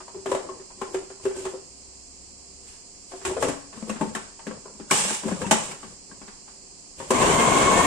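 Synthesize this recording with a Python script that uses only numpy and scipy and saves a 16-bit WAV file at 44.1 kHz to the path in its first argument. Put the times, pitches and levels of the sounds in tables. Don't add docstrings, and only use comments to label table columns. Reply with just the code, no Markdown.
import sys
import numpy as np
from scipy import signal
from scipy.fft import rfft, irfft, next_fast_len
from scipy.io import wavfile
from scipy.ndimage import uniform_filter1d

SR = 44100
rng = np.random.default_rng(int(sys.argv[2]) if len(sys.argv) > 2 else 0)


def wav_out(sig):
    wavfile.write(sys.argv[1], SR, np.round(np.clip(np.atleast_2d(sig).T, -1, 1) * 32767).astype(np.int16))


def boost_factor(decibels):
    exponent = np.asarray(decibels, float) / 20
    return 10 ** exponent


N = 346626
T = np.arange(N) / SR
SIZE = next_fast_len(N)

# start in seconds, wall level in dB, wall note in Hz,
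# bowl air level in dB, crack level in dB.
LID_TURN_KNOCKS = [(0.004, -38.5, 1220, -47, -43.5), (0.08, -35, 956, -63, -49),
                   (0.145, -39, 475, -36, -49), (0.259, -25, 610, -27, -33),
                   (0.316, -16.5, 573, -23.5, -29.5), (0.348, -20, 578, -32, -31),
                   (0.37, -31, 600, -45, -52), (0.439, -53, 452, -59, -62), (0.49, -31, 1060, -36.5, -43.5),
                   (0.597, -68, 477, -41.5, -50), (0.704, -40, 964, -58, -51),
                   (0.815, -21.5, 1092, -32, -33.5), (0.944, -25, 480, -24.5, -32),
                   (1.101, -40, 532, -43, -44.5), (1.198, -48, 1050, -50, -55),
                   (1.253, -27.5, 424, -19, -33.5), (1.309, -35, 560, -42, -44),
                   (1.367, -51, 505, -33.5, -55), (1.452, -27.5, 430, -29, -32.5),
                   (1.536, -31, 540, -34.5, -57)]
# start in seconds, wall level in dB, wall note in Hz,
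# bowl air level in dB, crack level in dB.
TOUCH_KNOCKS = [
    (3.117, -37, 545, -49, -43),
    (3.135, -33, 706, -38, -53),
    (3.214, -45, 680, -48, -44),
    (3.251, -30, 1085, -29.5, -25.5),
    (3.302, -30, 550, -29, -39),
]
# start in seconds, wall level in dB, wall note in Hz,
# bowl air level in dB, crack level in dB.
ENTERING_KNOCKS = [
    (3.367, -19.5, 465, -36, -35),
    (3.425, -14, 460, -27.5, -24.5),
    (3.443, -25, 506, -31, -49),
    (3.484, -25, 572, -25.5, -28),
    (3.5, -33, 494, -45, -53),
]
# start in seconds, wall level in dB, wall note in Hz,
# bowl air level in dB, crack level in dB.
PLUGGED_KNOCKS = [(3.728, -40, 1100, -46, -42.5), (3.774, -41.5, 1050, -47, -52),
                  (3.825, -36, 530, -43, -45), (3.895, -24.5, 525, -26, -29.5), (3.959, -51, 616, -43, -39),
                  (4.011, -20, 890, -20.5, -32), (4.15, -46, 1087, -31, -26.5), (4.393, -38, 887, -70, -44),
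                  (4.468, -31, 510, -28.5, -35.5), (4.509, -33.5, 520, -39.5, -42),
                  (4.655, -33, 408, -59, -51), (4.798, -35.5, 505, -37, -43)]
# start in seconds, wall level in dB, wall note in Hz,
# bowl air level in dB, crack level in dB.
LOCKING_KNOCKS = [(4.91, -18, 1100, -21.5, -17), (5.104, -27, 477, -30.5, -31),
                  (5.234, -32.5, 990, -33, -38), (5.251, -31, 458, -24.5, -46),
                  (5.283, -26.5, 650, -35, -33.5), (5.311, -27.5, 495, -25, -35),
                  (5.416, -25, 503, -30, -32.5), (5.465, -41, 466, -32, -32.5),
                  (5.511, -9.5, 870, -19, -15.5), (5.711, -52, 855, -41.5, -36),
                  (5.83, -38, 1056, -40, -40), (6.114, -45.5, 1110, -44, -49), (6.215, -47, 860, -44, -45),
                  (6.279, -40.5, 867, -44, -41), (6.479, -59, 1080, -68, -47)]
# start in seconds, wall level in dB, wall note in Hz, housing level in dB,
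# crack level in dB.
SWITCH_KNOCKS = [
    (7.001, -30.5, 945, -35.5, -37.5),
    (7.027, -37, 813, -39, -61),
    (7.106, -11, 1046, -15, -21),
]
# start in seconds, wall level in dB, crack level in dB.
PIECES = [(7.217, -10, -18.5), (7.364, -12, -42), (7.415, -24, -37), (7.485, -8, -40), (7.568, -3, -20),
          (7.618, -10, -17.5), (7.712, -2, -32), (7.775, -28, -17.5)]

# mode in Hz, level in dB, t60 in seconds.
OPEN_AIR = [(384.6, 2.5, 0.17), (387.5, 6.5, 0.037), (274.6, -5, 0.072), (527, -12.5, 0.12),
            (165, -20.5, 0.2)]
# mode in Hz, level in dB, t60 in seconds.
ENTERING_AIR = [(279.8, -0.5, 0.6), (382, 0.5, 0.11), (158, -3.5, 0.11)]
# mode in Hz, level in dB, t60 in seconds.
PLUGGED_AIR = [(211.8, 2.5, 0.31), (161, -6, 0.36), (289.3, 7, 0.073), (393.2, -1, 0.16)]
# mode in Hz, level in dB, t60 in seconds.
HOUSING = [(530, 6.6, 0.06), (400, 13.3, 0.034), (240, 0.5, 0.057)]
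# mode in Hz, level in dB, t60 in seconds.
WALL = [(640, -9, .04), (850, -9, .05), (1075, -9, .06), (1600, -15, .03)]
# frequency in Hz, density in dB per Hz.
CLATTER = [(300, -17), (450, 11), (650, 13.5), (850, 1.5), (1100, 3), (1400, 0.5), (2200, -45)]
# frequency in Hz, density in dB per Hz.
CRACK = [(800, 7.5), (1150, 6), (1400, 2.5), (1700, 5), (2200, -0.5), (2800, -1), (3500, -7), (4300, -10.5),
         (6000, -62)]
# frequency in Hz, density in dB per Hz.
TICK = [(2240, -6.5), (2900, -5), (3800, -8.5), (4310, -9.5), (5290, -6.5), (6520, -5.5), (7400, 0.5),
        (8550, -1.5), (11000, -18), (14300, -25), (16000, -36)]

# start in seconds, length in
# seconds, # rub level in dB, hiss level in dB, weight on the worktop in dB.
STROKES = [(0.153, 0.19, -48.5, -60, -52), (0.3, 0.042, -37, -41, -45), (0.448, 0.15, -48, -75, -56),
           (0.797, 0.12, -49, -51, -68), (0.94, 0.04, -45, -49, -49), (1.242, 0.047, -51, -44, -49.5),
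           (1.37, 0.12, -40.5, -41.5, -45), (2.547, 0.034, -79, -67, -75), (2.635, .03, -72, -57, -75),
           (2.68, 0.069, -79, -50.5, -75), (3.11, 0.12, -54, -48, -59), (3.271, 0.032, -32.5, -36, -36.5),
           (3.418, 0.077, -31, -35, -37), (3.766, 0.11, -46, -48.5, -64), (3.886, 0.051, -45.5, -48, -47),
           (4.01, 0.075, -39, -47.5, -44), (4.162, 0.025, -45, -59, -48.5), (4.48, 0.05, -42.5, -65, -72),
           (4.673, 0.27, -51.5, -67, -58), (4.934, 0.059, -33.5, -20, -43.5), (5.047, 0.11, -42, -28, -64),
           (5.27, 0.094, -37, -40, -42), (5.414, 0.12, -37, -40.5, -39), (5.545, 0.16, -39.5, -35, -64),
           (5.83, 0.1, -55.5, -54, -54.5), (6.088, 0.18, -56, -62, -61), (6.995, 0.26, -46, -41.5, -46)]
# time in seconds, note in Hz.
AIR_NOTE = [
    (3.36, 375),
    (3.4, 460),
    (3.47, 457),
    (3.5, 277),
    (3.66, 277),
    (3.72, 202),
    (5.25, 215),
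    (5.33, 173),
]
# frequency in Hz, density in dB per Hz.
COUNTER = [(25, -12), (40, -3), (80, 3), (130, 0), (200, -57)]

# start in seconds, note in Hz, level in dB, t60 in seconds.
PINGS = [(0.268, 3220, -36, .03), (0.316, 985, -23.5, 0.11), (0.489, 1089, -30.5, 0.11),
         (0.532, 1150, -44, 0.044), (1.256, 1520, -45, 0.09), (1.259, 2680, -40.5, .1),
         (1.347, 1540, -48.5, 0.36), (1.366, 2720, -50, .08), (1.391, 1545, -52, .2),
         (1.539, 955, -44, 0.11), (3.258, 2420, -35, 0.046), (3.294, 1000, -32, 0.04),
         (3.333, 850, -33, .05), (3.368, 454, -24, .06), (3.376, 505, -17.5, 0.032),
         (3.425, 950, -10.5, 0.012), (3.432, 534, -18, 0.048), (3.444, 2770, -34, .05),
         (3.497, 600, -18, 0.029), (5.258, 330, -30, 0.062), (5.284, 550, -28, 0.032),
         (5.316, 800, -30, .02), (5.326, 700, -26, 0.015), (5.326, 1670, -32, 0.026),
         (5.376, 1170, -39, .08), (5.415, 1690, -30, .015), (5.444, 940, -29, 0.11),
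         (5.453, 2680, -33, 0.059), (5.514, 1530, -16, 0.035), (5.528, 856, -17, 0.087)]
# start in seconds, note in Hz, level in dB, t60 in seconds.
CATCHES = [(0.82, 237, -27.5, 0.05), (0.943, 1590, -28.5, 0.034), (1.068, 384, -41.5, 0.18),
           (3.76, 686, -48, .04), (3.776, 230, -31, .06), (3.826, 221, -27, 0.11),
           (3.895, 1125, -23, 0.038), (3.901, 2700, -28, 0.035), (3.96, 237, -31, 0.09),
           (4.018, 905, -25, 0.07), (4.031, 860, -25, .05), (4.075, 212, -29, 0.15),
           (4.151, 1710, -19, .02), (4.151, 3020, -28, 0.013), (4.168, 1050, -31, .05),
           (4.467, 1690, -33, 0.033), (4.478, 298, -43, .03), (4.51, 1630, -38, .03),
           (4.511, 500, -34, .03), (4.68, 994, -38, 0.036), (4.808, 350, -34, .03), (4.903, 1480, -26, .03),
           (4.912, 2310, -9.5, 0.023), (5.321, 187, -25, 0.17), (5.464, 195, -21.5, 0.14),
           (5.715, 2270, -36, 0.051), (5.831, 1124, -34, 0.036), (5.84, 178.6, -43, 0.27),
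           (6.113, 1610, -42, 0.048)]
# start in seconds, note in Hz, # level
# in dB, t60 in seconds.
LUMPS = [(7.242, 507, -14.5, 0.062), (7.3, 427, -9, 0.039), (7.363, 1050, -13, .06),
         (7.518, 700, -14, 0.05), (7.58, 468, -24, 0.036), (7.675, 1083, -15, 0.12), (7.81, 1050, -11, .04),
         (7.845, 1030, -14, .04), (4.914, 864, -33.5, 0.79), (4.913, 1100, -33, .2),
         (4.914, 1540, -28, 0.16), (4.914, 2910, -25, 0.22), (5.095, 1610, -30, 0.072),
         (.168, 389.4, -35, .25), (1.004, 385, -40, .08), (7.14, 260, -24.5, 0.23)]

# frequency in Hz, level in dB.
WHINE = [(650, -50), (1000, -36), (1110, -31), (1300, -52), (1990, -48), (2120, -33), (2230, -35),
         (2350, -32), (2950, -36), (3150, -41), (3330, -48), (5800, -52), (6400, -45), (6700, -48)]
# time in seconds, note in Hz, level in dB.
BLADE = [(7.46, 1350, -50), (7.54, 1470, -42), (7.62, 1590, -45), (7.7, 1710, -43), (7.78, 1800, -35),
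         (7.86, 1870, -36)]
# frequency in Hz, density in dB per Hz.
CHOP = [(15, -34), (25, -15), (120, -10), (195, -5.5), (352, -6.5), (391, -3), (563, -8), (706, -5.5),
        (784, -10), (1070, -2.5), (1300, -15), (1600, -13.5), (2080, -50), (3520, -120)]
# frequency in Hz, density in dB per Hz.
FAN = [(760, -4.5), (1300, -11.5), (1760, -3), (1970, -5), (2160, -2.5), (2470, -4.5), (3200, -7),
       (5060, -15.5), (7500, -5), (8950, -10), (10500, -19), (14100, -27), (15000, -39)]
# frequency in Hz, left-right likeness from -1 to 1.
MOTOR_SAME = [(60, 0.66), (180, 0.89), (550, 0.55), (1650, -0.085), (4970, 0.0), (15000, -0.01)]

# frequency in Hz, density in dB per Hz.
ROOM = [(12, -50), (20, -5.5), (65, -11), (120, -15.5), (271, -14), (308, -15), (381, -12.5), (443, -16.5),
        (548, -15.5), (637, -24), (679, -19.5), (1100, -21.5), (1400, -30), (1900, -28.5), (2500, -23.5),
        (3300, -28.5), (4290, -62), (7260, -120)]
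# frequency in Hz, left-right likeness from -1 to 1.
ROOM_SAME = [(60, 0.75), (180, 0.92), (550, 0.11), (1650, -0.031), (4970, 0.24), (15000, -1.92)]
# frequency in Hz, density in dB per Hz.
HISS = [(3300, -23.5), (3800, -20.5), (4050, -9.5), (5000, -3.5), (6000, -8.5), (7400, -0.5), (8300, -7),
        (9300, -12.5), (9700, -43), (11500, -36), (13200, -34), (14500, -55)]
# frequency in Hz, level in dB.
HUM = [(190, -70.5), (280, -69), (390, -68), (540, -83), (690, -75.5)]
# time in seconds, note in Hz, level in dB.
ENGINE = [
    (1.6, 60, -75),
    (1.75, 61, -59),
    (2.2, 63, -56),
    (2.7, 66, -56),
    (2.85, 67, -75),
]

# frequency in Hz, t60 in seconds.
KITCHEN = [(150, 0.29), (400, 0.38), (1000, 0.47), (2800, 0.46), (7300, 0.51), (12000, 0.34)]
# frequency in Hz, left minus right in dB.
FACING = [(300, 1), (1000, 3.5), (4000, -2.5), (7000, -3.5), (9000, 2), (13000, -6)]
# frequency in Hz, left minus right in dB.
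PORTS = [(60, 6.5), (110, 1.5), (200, 8.5), (380, 1), (700, 6), (1290, 5), (2380, -0.5), (4400, -2.5),
         (6500, -5), (7800, -8), (8800, 7.5), (15000, -1)]
# frequency in Hz, threshold in dB.
THRIFT = [(700, -26), (1400, -3), (2600, 0), (3600, 4), (4100, 2), (5000, -8), (7000, -18), (9000, -3)]
# frequency in Hz, threshold in dB.
TOP_THRIFT = [(9600, 1.5), (11000, 1), (12500, -1.5), (14000, 0), (14500, 5), (15200, 16)]


def evened(x):
    return x / np.sqrt(np.mean(x ** 2) + 1e-20)


def read(points, hz):
    f, value = np.transpose(points)
    return np.interp(np.log(hz + 1), np.log(f + 1), value)


def curve(rows, column, off=-120.):
    rows = np.array(rows)
    return np.interp(T, rows[:, 0], rows[:, column], off, off)


def filtered(x, db):
    size = next_fast_len(x.shape[-1])
    gain = boost_factor(db(np.fft.rfftfreq(size, 1 / SR)))
    return irfft(rfft(x, size) * gain, size)[..., :x.shape[-1]]


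def coloured(x, spectrum):
    closed = [(spectrum[0][0] / 4, spectrum[0][1] - 30)] + spectrum
    return evened(filtered(x, lambda hz: read(closed, hz)))


def pair(left, other, same):
    c = np.clip(read(same, np.fft.rfftfreq(SIZE, 1 / SR)), -1, 1)
    right = c * rfft(left, SIZE) + np.sqrt(1 - c ** 2) * rfft(other, SIZE)
    return np.array([left, irfft(right, SIZE)[:N]])


def lean(x, balance):
    return filtered(x, lambda hz: np.outer([.5, -.5], read(balance, hz)))


def drift(rate_hz):
    count = int(T[-1] * rate_hz) + 2
    return evened(np.interp(T * rate_hz, np.arange(count), rng.standard_normal(count)))


def tone(hz):
    return np.sin(2 * np.pi * np.cumsum(hz) / SR)


def resonate(x, hz, width_hz):
    turn = np.exp(2j * np.pi * np.cumsum(hz * np.ones(len(x))) / SR)
    r = np.exp(-np.pi * width_hz / SR)
    smooth = signal.lfilter([(1 - r) ** 2], [1, -2 * r, r * r], x / turn + 1e-18)
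    return 2 * (turn * smooth).real


def quiet():
    murmur = coloured(pair(*rng.standard_normal((2, N)), ROOM_SAME), ROOM)
    room = boost_factor(-55.5 + 0.11 * drift(7.7)) * murmur
    hiss = boost_factor(-48) * coloured(rng.standard_normal((2, N)), HISS)
    drone = 0
    for hz, db in HUM:
        level = boost_factor(db + 3.5 + 1.6 * drift(22))
        drone = drone + level * np.sin(2 * np.pi * hz * T + 1.6 * drift(6.3))
    engine = boost_factor(curve(ENGINE, column=2) - 0.5) * tone(curve(ENGINE, column=1, off=62.4))
    return room + hiss + drone + engine


def ring(modes, t, rise_s, spread_db):
    x = 0
    for hz, db, t60 in modes:
        level = boost_factor(db + spread_db * rng.standard_normal() - 60 * t / t60)
        x = x + level * np.sin(2 * np.pi * (hz * rng.uniform(0.96, 1.03) * t + rng.random()))
    x = x * (1 - np.exp(-t / rise_s))
    return x / abs(x).max()


def rattles(count):
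    likeness = 0.15
    ports = []
    for _ in range(2):
        grain = boost_factor(0.71 * rng.standard_normal(count // 40 + 1)).repeat(40)[:count]
        ports.append(rng.standard_normal((2, count)) * grain)
    left, other = ports
    return left, likeness * left + np.sqrt(1 - likeness ** 2) * other


def knocks(rows, air):
    hard_db, tick_db_at_hard, tick_db_per_crack_db = -13, -11.5, 1.47
    out = np.zeros((2, N + SR))
    t = np.arange(SR // 4) / SR
    grip = 0.26 + 0.86 / (1 + (t / 0.027) ** 8)
    touch = 1 - np.exp(-(t / .0025) ** 2)
    for s, wall_db, wall_hz, air_db, crack_db in rows:
        tick_db = tick_db_at_hard + tick_db_per_crack_db * (crack_db - hard_db)
        hum = boost_factor(air_db + 2) * ring(air, t, .011, 2.) * grip
        wall = boost_factor(wall_db - 1) * ring([(wall_hz, 0, .06)] + WALL, t, .002, 3.)
        clatter = boost_factor(wall_db - 11.5 - 60 * t / 0.14) * coloured(rng.standard_normal(len(t)), CLATTER)
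        body = hum + wall + clatter
        at = round((s - .002) * SR)
        for side, rattle in zip(out, rattles(len(t))):
            crack = boost_factor(crack_db - 0.5 - 60 * t / 0.13) * coloured(rattle[0], CRACK)
            tick = boost_factor(tick_db + 3.5 - 60 * t / 0.088) * coloured(rattle[1], TICK)
            side[at:at + len(t)] += (body + crack + tick) * touch
    return out[:, :N]


def hand_knocks():
    piece_hz, piece_air_over_crack_db = 1050, 5
    pieces = [(s, wall_db, piece_hz, crack_db + piece_air_over_crack_db, crack_db)
              for s, wall_db, crack_db in PIECES]
    x = knocks(LID_TURN_KNOCKS + TOUCH_KNOCKS, OPEN_AIR)
    x = x + knocks(ENTERING_KNOCKS, ENTERING_AIR)
    x = x + knocks(PLUGGED_KNOCKS + LOCKING_KNOCKS, PLUGGED_AIR)
    x = x + knocks(SWITCH_KNOCKS, HOUSING)
    x = x + boost_factor(-11) * knocks(pieces, HOUSING)
    return signal.sosfilt(signal.butter(2, 110, "high", fs=SR, output="sos"), x)


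def kitchen(x):
    taps = np.zeros((2, SR))
    at = np.arange(200, SR - 20, 20) + rng.integers(0, 20, (2, (SR - 201) // 20))
    np.put_along_axis(taps, at, rng.choice([-1., 1.], at.shape), 1)
    hz, t, z = signal.stft(taps, SR, nperseg=256)
    decay = boost_factor(-60 * t / read(KITCHEN, hz)[:, None])
    tail = signal.istft(z * decay, SR, nperseg=256)[1]
    return signal.fftconvolve(x, tail / np.linalg.norm(tail[0]), axes=1)[:, :N]


def stroke(start_s, length_s):
    grab_db_per_s, sag_db_per_s, leave_db_per_s, grab_s = 435, 15.5, 135, 0.013
    t = T - start_s
    hold_db = np.minimum(grab_db_per_s * t, -sag_db_per_s * t)
    onset_db = (np.minimum(t, 0) / grab_s) ** 2
    return boost_factor(hold_db - onset_db - leave_db_per_s * np.maximum(t - length_s, 0))


def slides():
    low, hiss, thud = sum(np.outer(boost_factor(dbs), stroke(s, length)) for s, length, *dbs in STROKES)
    slips = rng.standard_normal(N) * boost_factor(2.9 * drift(60))
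    air_hz = np.interp(T, *np.transpose(AIR_NOTE))
    hum = evened(resonate(slips, air_hz, 90))
    hum = hum + 1.32 * evened(resonate(slips, 485, 360))
    hum = hum + 0.5 * evened(resonate(slips, 860, 490))
    fine = coloured(rng.standard_normal((2, N)), TICK)
    fine = fine + boost_factor(-10) * coloured(rng.standard_normal((2, N)), CRACK)
    rub = boost_factor(-1) * low * evened(hum)
    scrape = boost_factor(-2) * hiss * fine * boost_factor(drift(120))
    return rub + scrape + boost_factor(-3.5) * thud * coloured(slips, COUNTER)


def pings():
    out = np.zeros(N + SR)
    t = np.arange(SR // 2) / SR
    push = 1 - np.exp(-t / 0.00094)
    for s, hz, db, t60 in PINGS + CATCHES + LUMPS:
        out[round(s * SR):][:len(t)] += boost_factor(db - 60 * t / t60) * push * np.sin(2 * np.pi * hz * t)
    return out[:N]


def chopping():
    lumps_per_s = 500
    size = boost_factor(2 * np.minimum(rng.exponential(1, N), 3))
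    lumps = (rng.random(N) < lumps_per_s / SR) * size * rng.choice([-1, 1], N)
    drive = evened(lumps) + 1.3 * rng.standard_normal(N)
    return evened(coloured(drive, CHOP) + 0.13 * evened(resonate(drive, 1100, 160)))


def motor():
    on_s, spin_up_s, bite_s = 7.11, .17, 0.11
    mesh_start_hz, mesh_gain_hz, creep_hz_per_s = 582, 505, 20
    idle_db = -9
    chop_db, chop_empty_db = -19.5, -5
    air_db, air_empty_db = -24.5, -4
    t = np.maximum(T - on_s, 0)
    speed = np.tanh(t / spin_up_s)
    waver = 1 + 0.004 * drift(70)
    mesh_hz = mesh_start_hz + mesh_gain_hz * speed + creep_hz_per_s * t
    turns = np.cumsum(mesh_hz * waver) / SR
    whine = 0
    for k in (1, 2, 3, 6):
        level_db = read(WHINE, k * mesh_hz) + idle_db * (1 - speed) + 3 + 2.5 * drift(50)
        whine = whine + boost_factor(level_db) * np.sin(2 * np.pi * k * turns)
    blade_db = curve(BLADE, column=2) + 4 + 1.5 * drift(60)
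    blade = boost_factor(blade_db) * tone(curve(BLADE, column=1, off=0.) * waver)
    slosh = drift(45)
    droplets = boost_factor(0.44 * rng.standard_normal(N // 60 + 1)).repeat(60)[:N]
    spray = rng.standard_normal((2, N)) * droplets
    rotation = 1 + 0.094 * np.sin(2 * np.pi * turns / 5)
    air = coloured(spray, FAN) * rotation * boost_factor(0.9 * slosh)
    chop = pair(chopping(), chopping(), MOTOR_SAME) * boost_factor(1.1 * slosh)
    empty = np.exp(-(t / bite_s) ** 3)
    noise = boost_factor(chop_db + chop_empty_db * empty) * chop + boost_factor(air_db + air_empty_db * empty) * air
    return np.clip(t / .04, 0, 1) * (noise + whine + blade)


def scene():
    background = quiet()
    hands = hand_knocks()
    notes = pings()
    echo = kitchen(hands + boost_factor(-9) * notes)
    return lean(hands + notes, FACING) + boost_factor(-4) * echo + slides() + motor() + background


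def thinned(x):
    edge_hz, top_hz, keep_db, dip_db, patchy_db = 9660, 15780, 6.5, -10, 5.5
    n, k = np.arange(2048), np.arange(1024)
    hz = (k + .5) * SR / 2048
    lead, frames = 2048 - 504, N // 1024 + 4
    rise = np.cumsum(np.kaiser(1025, 4 * np.pi))
    rise = np.sqrt(rise[:-1] / rise[-1])
    window = np.r_[rise, rise[::-1]][:, None]
    basis = window * np.cos(np.pi / 1024 * np.outer(n + 512.5, k + .5)) / np.sqrt(512)
    padded = np.pad(x, ((0, 0), (lead, 1024 * (frames + 1) - lead - N)))
    blocks = padded.reshape(2, -1, 1024)
    z = blocks[:, :-1] @ basis[:1024] + blocks[:, 1:] @ basis[1024:]

    around_db = 10 * np.log10(abs(uniform_filter1d(z ** 2, size=41, axis=2)) + 1e-20)
    around_db = uniform_filter1d(around_db, size=5, axis=1)
    above = hz > edge_hz
    patches = evened(uniform_filter1d(rng.standard_normal((frames, 128)), size=2, axis=0))
    patches = patches[:, np.where(above, k // 16 + 60, k // 10)]
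    high_db = keep_db + read(TOP_THRIFT, hz) - 1.5 * patches
    step_db = np.where(above, high_db, dip_db + read(THRIFT, hz)) + patchy_db * patches
    top = (z ** 2).mean(0)[:, above].mean(1)
    sudden = (top > 8 * np.roll(top, 2)) & (top > .03 * top.max())
    kept = (sudden[:, None] | (abs(z) > boost_factor(around_db + step_db))) & (hz < top_hz)

    parts = (z * kept) @ basis.T
    joined = parts[:, 1:, :1024] + parts[:, :-1, 1024:]
    return joined.reshape(2, -1)[:, lead - 1024:][:, :N]


def band_limit(x):
    return signal.sosfilt(signal.butter(12, 16110, fs=SR, output="sos"), x)


def record(dry):
    ports = .95 * np.tanh(lean(dry, PORTS) / .95)
    turn = np.array([[1, 1], [1, -1.03]]) / np.sqrt(2)
    mix = turn @ thinned(turn @ ports)
    return band_limit(mix)


dry = scene()
out = record(dry)
wav_out(out)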